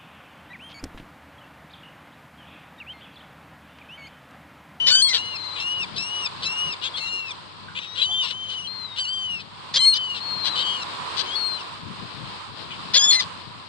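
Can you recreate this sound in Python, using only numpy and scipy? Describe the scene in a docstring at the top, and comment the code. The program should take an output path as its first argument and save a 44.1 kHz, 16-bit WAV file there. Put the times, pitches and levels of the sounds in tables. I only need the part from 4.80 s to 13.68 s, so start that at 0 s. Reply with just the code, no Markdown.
"""An open beach, with gulls wheeling overhead and begging for food.
A cry starts as a rasp of slow pulses in the throat, breaks into a thin arching whine sung by the
syrinx, and often ends in a rasp again. The sand throws back a faint short tail.
Small surf washes behind, a light breeze buffets the left microphone, and a few dull taps sound nearby."""
import sys
import numpy as np
from scipy import signal
from scipy.fft import rfft, irfft
from scipy.io import wavfile
from scipy.ndimage import uniform_filter1d, minimum_filter1d

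SR = 44100
rng = np.random.default_rng(int(sys.argv[2]) if len(sys.argv) > 2 else 0)


def log_audio(samples):
    """Write samples as a 16-bit WAV file to the path given in sys.argv[1]."""
    # one column per channel
    frames = np.atleast_2d(samples).T
    # limit to full scale, then quantise
    limited = np.clip(frames, -1, 1)
    pcm = np.round(limited * 32767).astype(np.int16)
    wavfile.write(sys.argv[1], SR, pcm)


N = 391608

# tone of the surf on each side: freq_hz, left_db, right_db
SURF_EQ = [(60, -35.5, -29.5), (120, -30, -35), (297, -10.5, -30.5), (725, -12, -14), (1010, -10.5, 3),
           (1484, -14, -9), (2040, -16.5, -14.5), (3130, -12, -12), (4130, -8.5, -18.5), (5060, -15.5, -23),
           (6130, -38, -30), (8290, -33, -24), (10630, -44.5, -43), (13100, -69.5, -69)]
# waves running up the sand: peak_s, build_s, ebb_s, relative_level_db
WAVE_CUES = [(1.8, 2.2, .9, -44), (6.1, 1.006, 1.15, -38.5), (8.1, 1.06, .65, -42)]
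# tone of the wind on the microphone: freq_hz, gain_db
BUFFET_EQ = [(25, -27), (50, -17), (85, -6), (125, -1), (175, 0), (250, -7), (400, -14), (900, -34),
             (2500, -70)]
# single buffets: peak_s, half_length_s, relative_level_db
GUST_CUES = [(1.17, 0.16, -45), (1.594, 0.11, -50.5), (1.852, 0.045, -44), (4.55, 0.069, -45),
             (5.083, .023, -44), (5.6, 0.93, -49), (7.084, 0.059, -37.5), (7.224, 0.038, -38),
             (7.43, 0.11, -44), (7.963, 0.9, -46.5), (8.677, 0.013, -42)]
# the flock's whines; overtones and half lines are relative to the main line, ahead of the beak's EQ:
# start_s, top_s, end_s, start_hz, top_hz, end_hz, final_drop_hz, level_db, swell_db,
# overtones_db, first_half_lines_db, last_half_lines_db, left_over_right_db
WHINE_CUES = [(0, 0.042, 0.11, 2987, 3020, 2980, 5, -19, -2, -10.5, -46, -15, 8),
              (0.102, 0.203, 0.223, 2900, 3130, 3360, 0, -18, 9.5, 7.5, 21, -1.5, 6),
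              (0.221, 0.251, 0.33, 4236, 4380, 4025, 0, -18, -15.5, -2, -48, 9.5, 8),
              (0.375, 0.486, 0.573, 2760, 2940, 2725, 294, -29, -2.5, -7, 9, -40, 5.5),
              (0.375, 0.467, 0.81, 3740, 4180, 3990, -7, -32.5, 5, -26, -11, -16, 13),
              (0.8, 0.974, 1.047, 2700, 2933, 2750, 501, -23.5, 1.5, -7.5, 1, -37, 5.5),
              (1.18, 1.389, 1.476, 2580, 2936, 2735, 456, -25.5, 4.5, 0, 10, -41, 6),
              (1.645, 1.862, 1.948, 2588, 2914, 2635, 481, -24, 0, -4, 7.5, -53, 5),
              (2.04, 2.054, 2.085, 3180, 3355, 3180, 0, -29.5, -1, 5, -13, -45.5, 1),
              (2.14, 2.151, 2.17, 3450, 3290, 3555, -2, -24, 2, -16, -40.0, -43, 7),
              (2.16, 2.229, 2.295, 4230, 4300, 3645, -3, -32, -8, -7, -14, -5, 17),
              (2.205, 2.341, 2.523, 2674, 2810, 2595, 448, -27, -2, -13, 3, -3, 6),
              (2.985, 3.099, 3.168, 3860, 3790, 3930, 3, -36, 7.5, -24, 0, -7, 12),
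              (3.178, 3.205, 3.243, 3095, 3330, 2990, -10, -22, -2, -4, -51, 1.5, 5.5),
              (3.218, 3.234, 3.262, 3890, 3980, 3625, 0, -21.5, -18, -25, -18, -15, 17),
              (3.24, 3.379, 3.46, 2990, 3140, 2670, 5, -25, 2, -2, -2.5, -35, 3.5),
              (3.31, 3.435, 3.44, 3390, 3630, 3585, 3, -27, -6, -10, -51, -43, 8.5),
              (3.48, 3.598, 3.875, 2726, 3115, 2860, -1, -31, 0.5, -2.5, -31.0, -14, 6.5),
              (3.872, 3.956, 4.065, 4130, 4220, 4010, -1, -29.5, 0, -34, -37, -22, 16),
              (4.062, 4.072, 4.158, 3900, 3840, 3680, -4, -37.5, -1, -30, -20, -22, 10),
              (4.183, 4.213, 4.257, 2960, 3110, 2810, -4, -26.5, -4, 1, -2, 7, 2),
              (4.253, 4.346, 4.612, 2800, 3152, 2575, 90, -26.5, -3, -7.5, 0.5, -23, 6),
              (4.968, 4.982, 4.998, 3170, 3230, 3240, -1, -22.5, -14.0, 6, -15, -17.5, 3),
              (4.99, 5.106, 5.143, 4060, 4307, 4125, -2, -15, 2, -3, -3.5, -45, 6),
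              (5.125, 5.193, 5.388, 2853, 3050, 2720, 118, -25, -6, -12, -19, 0, 5.5),
              (5.3, 5.323, 5.383, 4340, 4340, 3965, -3, -34.5, 8, -35, -32, -39.0, 21),
              (5.405, 5.437, 5.83, 4165, 4330, 3830, -2, -28, 3.5, -40.5, -35, -28, 15.5),
              (5.755, 5.796, 6.035, 3060, 3013, 2885, 300, -26.5, -4, -6, 2.5, 3.5, 8),
              (5.785, 5.948, 5.97, 3140, 3200, 3115, 0, -26, 1, -12, -3, -27, 12),
              (6.455, 6.465, 6.56, 2935, 3070, 3455, -3, -28.5, 16.0, -4, -7, -33.5, 8),
              (6.555, 6.56, 6.78, 4420, 4370, 4025, 2, -24.0, -12.0, -14, -23, -31, 16),
              (6.772, 6.777, 6.818, 3090, 3050, 2625, 8, -35.5, 4, 0, -20.5, 1, 8),
              (7.917, 7.928, 7.95, 3010, 3100, 2755, 0, -36, -14, -5.5, -11, 1, 0),
              (8.168, 8.176, 8.198, 3420, 3435, 3255, -7, -17.5, 5, 17.5, -44, -4, 3),
              (8.194, 8.286, 8.316, 3255, 3440, 3430, 3, -17, 4.5, 15, 8, -25, 4.5),
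              (8.308, 8.346, 8.405, 4340, 4180, 3990, 7, -17, -20, -3.5, -24, 9, 6)]
# how throat and beak weight the partials of a whine: freq_hz, gain_db
BEAK_EQ = [(1400, -12), (2100, 3), (3000, 14), (4400, 3.5), (5200, 13), (6000, -5.5), (7000, -9.5),
           (8700, -10), (10000, -33), (12000, -52.5), (16000, -60)]
# slaps of the syrinx speed up into a whine, slow down after it, and race where the voice breaks:
# rate_hz, glide_share_of_rate, swell_share_of_length
OPENING, CLOSING, YELP = (520, .26, 0.46), (455, -0.25, 0.31), (1200, -.13, 0.45)
# the flock's rasps: start_s, length_s, kind, throat_hz, level_db, left_over_right_db
RASP_CUES = [(.063, 0.049, OPENING, 4510, -11.5, 5.5), (.101, 0.033, YELP, 3760, -20, 17),
             (.146, 0.022, YELP, 3780, -27, 7), (.285, 0.037, CLOSING, 4870, -22.5, 7),
             (0.326, .06, CLOSING, 3970, -15, 8), (0.755, 0.083, CLOSING, 3240, -28.5, 8),
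             (1.021, 0.031, YELP, 3700, -29.5, 9), (1.159, 0.029, OPENING, 4130, -27, 4),
             (1.45, 0.033, YELP, 3570, -27.5, 6), (1.619, 0.042, OPENING, 3940, -26, 3.5),
             (1.926, 0.02, YELP, 3680, -28.5, 6), (2.012, 0.071, OPENING, 3570, -24.5, 14),
             (2.038, 0.057, YELP, 3530, -28.5, 14), (2.169, .031, OPENING, 3840, -26, 5),
             (2.948, 0.057, OPENING, 3120, -25.5, 7), (3.007, 0.079, CLOSING, 3280, -34.5, 6),
             (3.148, 0.063, OPENING, 3630, -29, 11), (3.181, 0.07, OPENING, 3350, -23, 5),
             (3.414, 0.033, YELP, 4100, -30, 15), (3.426, 0.089, CLOSING, 3680, -24.5, 14),
             (3.498, 0.038, CLOSING, 3640, -26, 12), (3.689, 0.068, OPENING, 3750, -31.5, 16),
             (4.157, 0.055, OPENING, 3650, -26.5, 9), (4.594, 0.036, CLOSING, 3800, -36, 5),
             (4.937, .048, OPENING, 4410, -16, 4.5), (4.956, 0.035, OPENING, 3900, -25, -4),
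             (5.136, 0.031, YELP, 4100, -20.5, 4), (5.157, 0.028, CLOSING, 4470, -22.5, 9),
             (5.341, 0.067, CLOSING, 3700, -29, 10), (5.643, 0.055, OPENING, 4000, -19, 13),
             (5.751, 0.085, OPENING, 3760, -23.5, 5.5), (6.365, 0.065, OPENING, 4100, -19, 18),
             (7.9, 0.069, CLOSING, 2923, -34, 15), (8.135, 0.051, OPENING, 4340, -8.5, 6.5),
             (8.31, 0.064, CLOSING, 4380, -18, 6), (8.392, 0.0265, YELP, 4400, -19.5, 3),
             (8.4, .044, CLOSING, 4170, -24.5, 13.5)]
# resonances of the windpipe in a rasp: multiple_of_throat_hz, width_hz, gain_db
WINDPIPE_MODES = [(.14, 120, -17), (.27, 200, -20), (.40, 220, -13), (.80, 280, 0), (.97, 330, 1),
                  (1.14, 380, 0), (1.55, 700, -17), (2.0, 1000, -23)]
# the half-open beak rounds off the slaps: freq_hz, gain_db
RASP_EQ = [(150, -13), (450, 1), (2300, 6), (5200, 2.5), (8300, 4.5), (10500, -19.5), (15000, -29)]
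# faint extra tones under a whine, a second pitch or its own undertone an octave below:
# start_s, end_s, pitch_hz, level_db
EXTRA_TONE_CUES = [(0.117, 0.126, 3670, -42), (0.245, 0.3, 3260, -24.5), (3.723, 3.84, 4300, -59),
                   (3.847, 3.88, 3170, -34), (3.893, 4.164, 2050, -53.5), (5.003, 5.057, 3070, -22),
                   (8.33, 8.407, 2050, -52)]
# the loudest gulls are nearly overhead and reach both sides almost together: time_s, right_lag_ms
OVERHEAD_LAGS = [(.2, .095), (5.05, .03), (8.28, .07)]
# faint dull taps nearby: start_s, resonance_hz, level_db
TAP_CUES = [(2.1, 420, -60), (2.33, 357, -51), (2.88, 1492, -44), (3.29, 810, -46), (3.435, 1060, -41)]


def undb(db):
    """Decibels to gain."""
    return 10 ** (np.asarray(db) / 20)


def unit(x):
    """Scale to rms 1."""
    return x / np.sqrt(np.mean(x ** 2) + 1e-18)


def eq_gain(curve, hz):
    """Gain of a (freq_hz, gain_db) curve at the given frequencies."""
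    freqs, db = np.transpose(curve)
    return undb(np.interp(np.log(hz + 1), np.log(freqs), db))


def equalise(x, curve):
    """Minimum-phase EQ along a curve, built from the folded cepstrum."""
    cepstrum = irfft(np.log(eq_gain(curve, np.fft.rfftfreq(4096, 1 / SR))))
    half = len(cepstrum) // 2
    cepstrum[1:half] *= 2
    cepstrum[half + 1:] = 0
    return signal.fftconvolve(x, irfft(np.exp(rfft(cepstrum))))[:len(x)]


def drift(rate_hz, size):
    """Smooth random modulation with a spread near 1."""
    hold = max(int(SR / rate_hz), 1)
    steps = np.repeat(rng.standard_normal(size // hold + 2), hold)
    return np.sqrt(2) * uniform_filter1d(uniform_filter1d(steps, hold), hold)[:size]


def span(start, end):
    """Sample times of a sound."""
    return np.arange(int(max(start, 0) * SR), int(max(end, start + .01) * SR)) / SR


def fade(t, edge_s):
    """Soft fade in and out."""
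    return np.sin(np.pi / 2 * np.clip(np.minimum(t - t[0], t[-1] - t) / edge_s, 0, 1))


def place(out, t, x, pan_db, lag_ms):
    """Mix a sound into both sides; the shadowed right side gets it pan_db down and lag_ms late."""
    for side, gain, delay_s in ((0, 1, 0), (1, undb(-pan_db), lag_ms / 1000)):
        i = max(int(round((t[0] + delay_s) * SR)), 0)
        out[side, i:i + len(x)] += gain * x[:max(N - i, 0)]


def surf(left_gain_db=5.5, right_gain_db=6, lull_db=-49.5, flicker_db=1.64):
    """Small waves build and ebb along the whole shore, so each side hears its own hiss and tone."""
    t = np.arange(N) / SR
    power = undb(lull_db) ** 2
    for peak, build_s, ebb_s, db in WAVE_CUES:
        width_s = np.where(t < peak, build_s, ebb_s)
        power = power + (undb(db) * np.exp(-((t - peak) / width_s) ** 2)) ** 2
    sides = []
    for column in (1, 2):
        hiss = unit(equalise(rng.standard_normal(N), np.array(SURF_EQ)[:, [0, column]]))
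        sides.append(hiss * undb(flicker_db * drift(13, N)))
    return np.array(sides) * np.sqrt(power) * undb([[left_gain_db], [right_gain_db]])


def breeze(left_gain_db=4, right_gain_db=-23, lull_db=-53, eddy_db=2.0, hum_hz=98.3, hum_db=-53):
    """Eddies rumble on the windward microphone, now and then in a buffet, over a faint low hum."""
    t = np.arange(N) / SR
    power = undb(lull_db) ** 2
    for peak, half_s, db in GUST_CUES:
        power = power + (undb(db) * np.exp(-((t - peak) / half_s) ** 2)) ** 2
    sides = []
    for gain_db in (left_gain_db, right_gain_db):
        rumble = unit(equalise(rng.standard_normal(N), BUFFET_EQ))
        sides.append(rumble * undb(gain_db + eddy_db * drift(22, N)))
    hum = np.sqrt(2) * np.sin(2 * np.pi * np.cumsum(hum_hz * (1 + 0.01 * drift(34, N))) / SR)
    return np.array(sides) * np.sqrt(power) + hum * undb([[hum_db], [hum_db + right_gain_db]])


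def pitch_arch(t, start, top, end, start_hz, top_hz, end_hz, drop_hz, quaver_hz=22.74, quaver_s=0.27):
    """A whine's pitch eases to its top, sags, and drops as the breath gives out; long ones quaver."""
    rise_left = np.clip((top - t) / max(top - start, .005), 0, 1)
    sag = np.clip((t - top) / max(end - top, .005), 0, 1)
    hz = top_hz + (start_hz - top_hz) * rise_left ** 2 + (end_hz - top_hz) * sag ** 1.6
    hz = hz - drop_hz * np.exp((t - end) / .02)
    is_long = end - start > .38
    depth = 0.026 * is_long * np.clip((t - end + quaver_s) / 0.071, 0, 1)
    cycles = quaver_hz * (t - end) + .15 * drift(30, len(t))  # runs a little early or late
    return hz * (1 - depth * np.cos(2 * np.pi * cycles))


def whine(cue, jitter=0.0032, wobble=.003, flutter_db=0.75, waver_db=1.6, hoarse=0.027, strain=.084):
    """The syrinx sings one line with overtones, period doubling adds half lines, the beak weights all."""
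    start, top, end, start_hz, top_hz, end_hz, drop_hz = cue[:7]
    level_db, swell_db, overtones_db, first_half_db, last_half_db = cue[7:]
    t = span(start - .002, end + .002)
    n = len(t)
    progress = np.linspace(0, 1, n)
    hz = pitch_arch(t, start, top, end, start_hz, top_hz, end_hz, drop_hz)
    glide_speed = np.minimum(np.abs(np.gradient(np.log(hz))) * SR, 4)
    hz = hz * (1 + jitter * drift(900, n) + wobble * drift(73, n))
    phase = 2 * np.pi * np.cumsum(hz) / SR
    halves_db = first_half_db + (last_half_db - first_half_db) * progress
    doubling = np.minimum(undb(halves_db) * eq_gain(BEAK_EQ, 1.5 * hz) / eq_gain(BEAK_EQ, hz), 1)
    grit = hoarse + strain * doubling + .02 * glide_speed  # the tone frays where it doubles or bends
    voice = eq_gain(BEAK_EQ, hz) * np.sin(phase) * (1 + grit * drift(1500, n))
    for multiples, share_db in ((np.arange(2, 5), overtones_db), (np.arange(5) + .5, halves_db - 3)):
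        partials = sum(eq_gain(BEAK_EQ, k * hz) * np.sin(k * phase) for k in multiples)
        roughness = 1 + 2 * grit * drift(700, n)
        voice = voice + roughness * undb(share_db + 3.2 * drift(65.1, n)) * partials
    voice = np.sqrt(2) * voice / eq_gain(BEAK_EQ, top_hz)
    settled = (1 - (2 * progress - 1) ** 2) * min((end - start) / 0.11, 1)  # fuller midway
    envelope_db = level_db + swell_db * (progress - .5) + 2 * (settled - 1)
    unsteady_db = flutter_db * drift(90, n) + waver_db * drift(34, n)
    return t, voice * undb(envelope_db + unsteady_db) * fade(t, 0.0055)


def slaps(t, rate_hz, glide, scatter_db=2.5, slap_s=.00002):
    """The syrinx slaps once a cycle, uneven in time and size, with a puff of air after each slap."""
    jitter, air = min(.028, 14 / rate_hz), min(.18, 90 / rate_hz)
    hz = rate_hz * (1 + glide * np.linspace(-.5, .5, len(t))) * np.exp(jitter * drift(rate_hz, len(t)))
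    cycles = np.cumsum(hz) / SR
    nearest = np.round(cycles).astype(int)
    sizes = undb(scatter_db * rng.standard_normal(len(t)))[nearest]
    pulses = sizes * np.exp(-((cycles - nearest) / hz / slap_s) ** 2)
    puffs = rng.standard_normal(len(t)) * np.exp(-(cycles % 1) / 0.73)
    return unit(pulses) + air * unit(puffs)


def rasp(start, length_s, kind, throat_hz, level_db, rise_db=12, fall_db=14):
    """Slaps of the syrinx ring the windpipe: slow ones rattle, fast ones yelp."""
    rate_hz, glide, swell_share = kind
    peak = start + max(length_s * swell_share, .005)
    end = peak + max(length_s * (1 - swell_share), .012)
    t = span(start, end)
    source = slaps(t, rate_hz, glide)
    voice = 0
    for k, (multiple, width_hz, mode_db) in enumerate(WINDPIPE_MODES):
        hz = multiple * throat_hz
        ring = signal.lfilter(*signal.iirpeak(hz, hz / width_hz, fs=SR), source)
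        voice = voice + (-1) ** k * undb(mode_db) * ring
    from_peak = np.interp(t, [start, peak, end], [-1, 0, 1])
    swell_db = -np.where(from_peak < 0, rise_db, fall_db) * np.abs(from_peak) ** 2.88
    return t, unit(equalise(voice, RASP_EQ)) * undb(level_db + swell_db) * fade(t, .002)


def extra_tone(whines, start, end, hz, level_db, coupling=14):
    """A faint second pitch or an undertone; the whine modulates it into sum and difference tones."""
    t = span(start, end)
    tone = np.sin(2 * np.pi * np.cumsum(hz * (1 + 0.0071 * drift(70, len(t)))) / SR)
    modulator = 1 + coupling * np.interp(t, np.arange(N) / SR, whines)
    return t, unit(equalise(tone * modulator, BEAK_EQ)) * undb(level_db) * fade(t, 0.0013)


def cry_lag_ms(start, level_db, circling_db=-22, overhead_db=-18, circling_ms=.26):
    """Quiet cries circle out to the left and reach the right side late; loud ones are overhead."""
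    overhead_ms = np.interp(start, *np.transpose(OVERHEAD_LAGS))
    return np.interp(level_db, [circling_db, overhead_db], [circling_ms, overhead_ms])


def gulls():
    """The flock's whines, extra tones and rasps, placed in stereo."""
    out = np.zeros((2, N))
    for *cue, pan_db in WHINE_CUES:
        place(out, *whine(cue), pan_db, cry_lag_ms(start=cue[0], level_db=cue[7]))
    for cue in EXTRA_TONE_CUES:
        place(out, *extra_tone(out[0], *cue), pan_db=4.0, lag_ms=0.12)
    for start, length_s, kind, throat_hz, db, pan_db in RASP_CUES:
        place(out, *rasp(start, length_s, kind, throat_hz, db), pan_db, cry_lag_ms(start, db))
    return out


def sand_scatter(cries, t60_s=0.43, wet_db=-27):
    """The rough sand scatters back a faint short tail."""
    t = span(0, 0.18)
    tails = rng.standard_normal((2, len(t))) * np.exp(-np.log(1000) * t / t60_s) * (t > .005)
    tails /= np.linalg.norm(tails, axis=1, keepdims=True)
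    return undb(wet_db) * signal.fftconvolve(cries, tails, axes=1)[:, :N]


def taps(ring_s=0.07, width_hz=180):
    """Each dull tap is a short burst of noise in one damped resonance."""
    out = np.zeros((2, N))
    for start, hz, db in TAP_CUES:
        t = span(start, start + ring_s)
        burst = rng.standard_normal(len(t)) * np.exp(-2 * (t - start) / ring_s)
        band = signal.butter(2, [hz - width_hz / 2, hz + width_hz / 2], "band", fs=SR, output="sos")
        ring = unit(signal.sosfilt(band, burst))
        place(out, t, ring * undb(db) * fade(t, 0.0024), pan_db=1.0, lag_ms=0.17)
    return out


def scene():
    """Gulls up front, over a bed of surf and breeze with a few faint taps."""
    cries = gulls()
    return cries + sand_scatter(cries) + surf() + breeze() + taps()


def record(dry, ceiling=.92, window_samples=89, high_cut_hz=15700):
    """A fast limiter holds the nearest rasps under full scale; a steep high cut follows."""
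    allowed_gain = np.minimum(1, ceiling / (np.abs(dry).max(axis=0) + 1e-9))
    gain = uniform_filter1d(minimum_filter1d(allowed_gain, window_samples), window_samples)
    return signal.sosfilt(signal.ellip(8, .2, 70, high_cut_hz, fs=SR, output="sos"), dry * gain)


dry = scene()
out = record(dry)
log_audio(out)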